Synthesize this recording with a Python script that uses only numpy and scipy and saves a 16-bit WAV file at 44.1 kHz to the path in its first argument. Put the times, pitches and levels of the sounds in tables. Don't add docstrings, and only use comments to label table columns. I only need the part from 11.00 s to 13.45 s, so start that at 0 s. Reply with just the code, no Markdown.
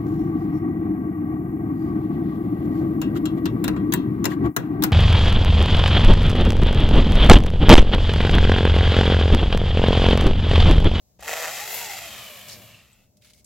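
import sys
import numpy as np
from scipy import signal
from scipy.fft import rfft, irfft
from scipy.io import wavfile
from scipy.ndimage import uniform_filter1d

SR = 44100
rng = np.random.default_rng(int(sys.argv[2]) if len(sys.argv) > 2 else 0)


def generate_wav(sig):
    pcm = np.round(np.clip(np.atleast_2d(sig).T, -1, 1) * 32767).astype(np.int16)
    wavfile.write(sys.argv[1], SR, pcm)


N = 108045

# t/s, cutter rate/Hz
CHAIN_SPEED = [(.19, 104.3), (.25, 151.4), (.41, 162.7), (.49, 161.7), (.53, 192), (.6, 195), (.7, 224),
               (.77, 237), (.82, 240), (.9, 203), (1.0, 178), (1.1, 162), (1.25, 135), (1.41, 101),
               (1.7, 58.7), (2.08, 6.25)]
# f/Hz, relative level/dB
WOOD_SPECTRUM = [(150, -26), (300, -11), (450, -5.5), (700, 0.5), (1000, -5), (1800, 1.5), (2800, -6),
                 (4500, -13.5), (7500, -8), (9000, -23), (16000, -16.5)]
TRIGGER_OFF_S = 0.78
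CENTRE = np.array([[1], [0]])


def cut(turns, breaks_free_s=0.56, release_s=0.077):
    # t/s, level/dB
    bite = [(.19, -76), (.22, -53), (.228, -45), (.268, -42), (.278, -31.5), (.34, -34.5), (.355, -35.5),
            (.41, -34.5), (.445, -31.5), (.49, -35), (.56, -62), (.58, -37.5), (.66, -43)]
    # multiple of the cutter rate, relative level/dB
    partials = [(3, -6.5), (4, -15.5), (6, -4.5)]
    t = times()
    knocks = strikes(turns, scatter_db=2, jitter_s=0.00011)
    chips = bursts(knocks, decay_s=0.0017) + 0.42 * unit(knocks) * CENTRE
    drone = sum(undb(db + 2 * walk(25)) * np.sin(2 * np.pi * k * turns) for k, db in partials)
    contact = (t > bite[0][0]) * np.exp(-np.maximum(t - breaks_free_s, 0) / release_s)
    return (unit(colour(chips, WOOD_SPECTRUM)) + drone * CENTRE) * undb(curve(bite) - 1.5) * contact


def catches(decay_s=0.0045):
    # t/s, peak level/dB
    rips = [(0.2786, -25), (0.292, -29.5), (0.3151, -26), (0.3301, -23), (0.3366, -26), (.374, -28),
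            (0.398, -32.5), (0.4372, -30), (0.443, -30), (.48, -26.5), (0.577, -31.5)]
    t = times()
    tearing = sum(undb(db) * (t >= at) * np.exp(-np.maximum(t - at, 0) / decay_s) for at, db in rips)
    return tearing * unit(colour(noise(), WOOD_SPECTRUM))


def chain(rate, turns, links_per_cutter=4, slow_hz=145, fast_hz=198):
    # t/s, rattle level/dB, hiss level/dB
    levels = [(.19, -55, -78), (.235, -46, -53), (.3, -36, -41.5), (.58, -35.5, -43), (.66, -38, -43.5),
              (.745, -36.5, -35.5), (.85, -37, -43.5), (1.0, -38.5, -46), (1.15, -42, -49.5),
              (1.3, -46, -51), (1.45, -47.5, -51.5), (1.65, -52.5, -55.5), (1.77, -53.5, -65),
              (1.85, -59, -67.5), (2.05, -68.5, -75.5), (2.1, -88.5, -98)]
    # f/Hz, relative level/dB
    fast_spectrum = [(200, -19.5), (400, -9.5), (780, 4.5), (1200, -5.5), (2080, 4.5), (2350, 2.5),
                     (2680, 3), (3200, -0.5), (4500, -1.5), (6000, -3), (7400, 0), (8800, -13.5),
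                     (16000, -34)]
    slow_spectrum = [(200, -17), (400, -7.5), (620, -0.5), (850, -0.5), (1100, -0.5), (1700, -1.5),
                     (2400, 4.5), (3100, 2.5), (3800, 0), (5800, -5.5), (7600, -4.5), (9000, -15),
                     (16000, -34)]
    hiss_spectrum = [(3000, -61.5), (7000, -13.5), (9500, -3), (12000, 8), (13500, 8.5), (16000, 2)]
    t = times()
    fast = np.where(t < TRIGGER_OFF_S, 1, np.clip((rate - slow_hz) / (fast_hz - slow_hz), 0, 1))
    slow = 1 - fast
    clicks = strikes(links_per_cutter * turns, scatter_db=3, jitter_s=0.00052)
    clatter = bursts(clicks, decay_s=0.0048)
    sliding = undb(-0.5) * slow * noise()
    links = unit(clatter + sliding)
    rattle = fast * unit(colour(links, fast_spectrum)) + slow * unit(colour(links, slow_spectrum))
    hiss = unit(colour(links, hiss_spectrum))
    return (rattle * undb(curve(levels)) + hiss * undb(curve(levels, column=2))) * (t > levels[0][0])


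def whine(rate, links_per_cutter=4, motor_multiple=1.7, housing_hz=603.5):
    # t/s, link tone level/dB, housing hum level/dB
    levels = [(.2, -76, -71), (.3, -44, -64), (.53, -44.5, -64), (.58, -57, -64), (.62, -39, -64),
              (.67, -54, -64), (.77, -60, -64), (.83, -44.5, -66), (.95, -49, -70), (1.1, -52.5, -61),
              (1.26, -64, -55), (1.42, -94, -59.5), (1.57, -73, -52.5), (1.9, -87, -72)]
    # t/s, level/dB
    sprocket = [(.6, -67), (.69, -53.5), (.9, -55), (.98, -71)]
    # multiple of the cutter rate, relative level/dB
    overtones = [(5, 2), (6.5, -0.5), (8, -2), (9.5, -3), (11, -2.5)]
    t = times()
    waver = np.where(t < TRIGGER_OFF_S, 0.02, 0.006)
    turns = np.cumsum(rate * (1 + waver * walk(59.2))) / SR

    def partial(k, flutter_db=2):
        return np.sqrt(2) * undb(flutter_db * walk(28)) * np.sin(2 * np.pi * (k * turns + rng.random()))

    links = partial(links_per_cutter) * undb(curve(levels))
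    drive = (partial(links_per_cutter / 2) + undb(-4) * partial(motor_multiple)) * undb(curve(sprocket))
    hum = sum(undb(db) * bell(k * rate, housing_hz, octaves=0.18) * partial(k) for k, db in overtones)
    running = (t > CHAIN_SPEED[0][0]) * (t < CHAIN_SPEED[-1][0])
    return (links + drive + hum * undb(curve(levels, column=2))) * running * CENTRE


def bar_ring(width_hz=260):
    # t/s, f/Hz, level/dB
    ring = [(1.04, 3170, -51.5), (1.22, 3143, -48), (1.32, 2919, -48), (1.345, 2930, -64),
            (1.42, 3148, -54), (1.46, 3090, -68), (1.74, 2779, -62), (1.8, 2746, -58), (1.85, 2744, -74),
            (2.02, 2610, -71), (2.1, 2640, -93)]
    phase = 2 * np.pi * np.cumsum(curve(ring)) / SR
    rubbed = np.array([walk(width_hz) * np.sin(phase) + walk(width_hz) * np.cos(phase) for _ in range(2)])
    return unit(rubbed) * undb(curve(ring, column=2)) * (times() > ring[0][0])


def ground(x, cutoff_hz=3680, reflection_db=-8):
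    # t/s, lag/ms
    lag = [(.3, 1.54), (.6, 1.574), (.76, 1.45), (.95, 1.466), (1.1, 1.59), (1.3, 1.72), (1.45, 1.69),
           (1.7, 1.78), (2.0, 1.44)]
    t = times()
    dull = signal.sosfilt(signal.butter(2, cutoff_hz, fs=SR, output="sos"), x)
    filter_lag_s = np.sqrt(2) / (2 * np.pi * cutoff_hz)
    delay_s = curve(lag) / 1000 - filter_lag_s
    return x + undb(reflection_db) * np.array([np.interp(t - delay_s, t, channel) for channel in dull])


def twigs(grains_per_s=900, branch_hz=2190):
    # start/s, length/s, level/dB, f/Hz, width/octaves, branch ring level/dB
    rustles = [(1.477, 0.013, -42, 4555, 0.99, -70), (1.507, 0.027, -44, 4860, 0.4, -73),
               (2.211, 0.1, -61.5, 3600, 1, -75), (2.338, 0.063, -64.5, 5100, 1, -75)]
    # t/s, level/dB, f/Hz, width/octaves, decay/s
    ticks = [(0.193, -40, 700, 0.43, 0.0051), (.206, -41.5, 9000, 1.6, 0.0035),
             (0.225, -39.5, 1200, 1.8, 0.01), (1.496, -37.5, 3850, 0.3, 0.006),
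             (1.743, -46, 2800, 0.12, 0.0097), (1.928, -51, 7930, 0.036, 0.0051),
             (2.168, -57.5, 5500, 0.79, 0.0078), (2.222, -61, 2400, 0.5, .007),
             (2.244, -54.5, 2900, 1.3, 0.025), (2.3, -52, 4500, 0.87, 0.0063),
             (2.333, -48, 4750, 0.88, 0.0052), (2.443, -50, 7200, 0.49, 0.0087)]
    t, out = times(), 0
    grains = strikes(t * grains_per_s, scatter_db=2.5, jitter_s=1 / grains_per_s)
    crackle, snap = bursts(grains, decay_s=0.0015), noise()
    branch = band(crackle, branch_hz, octaves=0.06)
    for start, length, db, hz, octaves, branch_db in rustles:
        shape = fade_in(start, attack_s=0.012) * np.exp(-np.maximum(t - start - length, 0) / 0.02)
        out = out + shape * (undb(db) * band(crackle, hz, octaves) + undb(branch_db) * branch)
    for start, db, hz, octaves, decay in ticks:
        shape = fade_in(start, attack_s=0.0031) * np.exp(-np.maximum(t - start, 0) / decay)
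        out = out + undb(db) * shape * band(snap, hz, octaves)
    return out


def wind():
    # t/s, rumble level/dB, buffeting level/dB
    gusts = [(0.0, -74.5, -70), (.17, -65.5, -68), (.21, -60, -56), (.43, -62, -70), (.6, -56, -59),
             (.72, -59.5, -75.5), (1.1, -55, -58), (1.39, -58.5, -71.5), (1.57, -51, -60),
             (1.88, -63.5, -81), (2.45, -64, -66)]
    # f/Hz, relative level/dB
    rumble_spectrum = [(40, -28.5), (80, -8), (112, 0), (160, -8.5), (205, -4), (280, -17.5), (450, -20.5),
                       (1000, -33), (16000, -105)]
    buffet_spectrum = [(20, -25.5), (40, -11), (60, 4), (85, -5.5), (160, -28.5), (1000, -69)]
    rumble = unit(colour(noise(), rumble_spectrum)) * undb(curve(gusts))
    buffeting = unit(colour(noise(), buffet_spectrum)) * undb(curve(gusts, column=2))
    return rumble + buffeting


def far_tone():
    # start/s, f/Hz, level/dB
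    tone = (2.073, 606, -75.5)
    start, hz, db = tone
    phase = 2 * np.pi * np.cumsum(hz * (1 + 0.013 * walk(40))) / SR
    return np.sin(phase) * undb(db + 5 * walk(25)) * fade_in(start, attack_s=0.047) * CENTRE


def air():
    # f/Hz, relative level/dB
    spectrum = [(30, -28), (200, 0), (400, -6), (600, 2.5), (900, -10.5), (1500, -19.5), (3000, -17.5),
                (7000, -12), (9000, -24.5), (16000, -13)]
    return unit(colour(noise(), spectrum)) * undb(-71.5 + walk(11))


def undb(db):
    return 10 ** (np.asarray(db) / 20)


def times():
    return np.arange(N) / SR


def fade_in(start_s, attack_s):
    return np.clip((times() - start_s) / attack_s, 0, 1)


def curve(table, column=1):
    rows = np.array(table, float)
    return np.interp(times(), rows[:, 0], rows[:, column])


def unit(x):
    return x / np.sqrt(np.mean(x ** 2) + 1e-18)


def noise():
    return rng.standard_normal((2, N))


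def walk(rate_hz):
    span = max(int(SR / rate_hz), 1)
    return unit(uniform_filter1d(uniform_filter1d(rng.standard_normal(N), span), span))


def colour(x, points, size=2048):
    hz, db = np.array(points, float).T
    grid = np.maximum(np.fft.rfftfreq(size, 1 / SR), 1)
    cepstrum = irfft(np.log(undb(np.interp(np.log(grid), np.log(hz), db))))
    cepstrum[1:size // 2] *= 2
    cepstrum[size // 2 + 1:] = 0
    impulse = irfft(np.exp(rfft(cepstrum)))
    return signal.fftconvolve(np.atleast_2d(x), impulse[None], axes=1)[:, :N]


def bell(hz, centre_hz, octaves):
    return 1 / (1 + (np.log2(np.maximum(hz, 1) / centre_hz) / octaves) ** 2)


def band(x, centre_hz, octaves):
    return unit(irfft(rfft(x) * bell(np.fft.rfftfreq(N, 1 / SR), centre_hz, octaves), N))


def strikes(turns, scatter_db, jitter_s):
    at = np.flatnonzero(np.diff(np.floor(turns)) > 0)
    late, strength = rng.standard_normal((N // 10, 2))[:len(at)].T
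    at = np.clip(at + late * jitter_s * SR, 0, N - 1).astype(int)
    return np.bincount(at, undb(scatter_db * np.clip(strength, -2, 2)), N)


def bursts(clicks, decay_s):
    power = signal.lfilter([1], [1, -np.exp(-2 / (decay_s * SR))], clicks ** 2)
    return unit(np.sqrt(power) * noise())


def wide(x, side_db):
    return x * undb([[0], [side_db]])


def scene():
    # f/Hz, side gain/dB
    width = [(40, -3), (120, -16), (220, -7.5), (330, -9), (700, -12.5), (1300, -16.5), (2300, -16.5),
             (4500, -6), (8000, -4), (16000, -1)]
    # f/Hz, left over right/dB
    balance = [(60, 2.5), (700, 0.5), (2400, -0.5), (5000, 0.5), (6500, -1), (8000, 4), (10500, 7.5),
               (12500, 7.5), (14000, -1), (16000, 0.5)]
    rate = curve(CHAIN_SPEED)
    turns = np.cumsum(rate) / SR
    wood = wide(cut(turns) + catches(), side_db=-2)
    saw = ground(wood + chain(rate, turns)) + whine(rate) + wide(bar_ring(), side_db=1)
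    mid, side = saw + wide(twigs(), side_db=3.5) + far_tone() + wind() + wide(air(), side_db=9.5)
    side = colour(side, width)[0]
    left = colour(mid + side, [(hz, db / 2) for hz, db in balance])
    right = colour(mid - side, [(hz, -db / 2) for hz, db in balance])
    return np.vstack([left, right])


def record(dry):
    return signal.sosfilt(signal.ellip(12, .1, 80, 15900, fs=SR, output="sos"), dry)


dry = scene()
out = record(dry)
generate_wav(out)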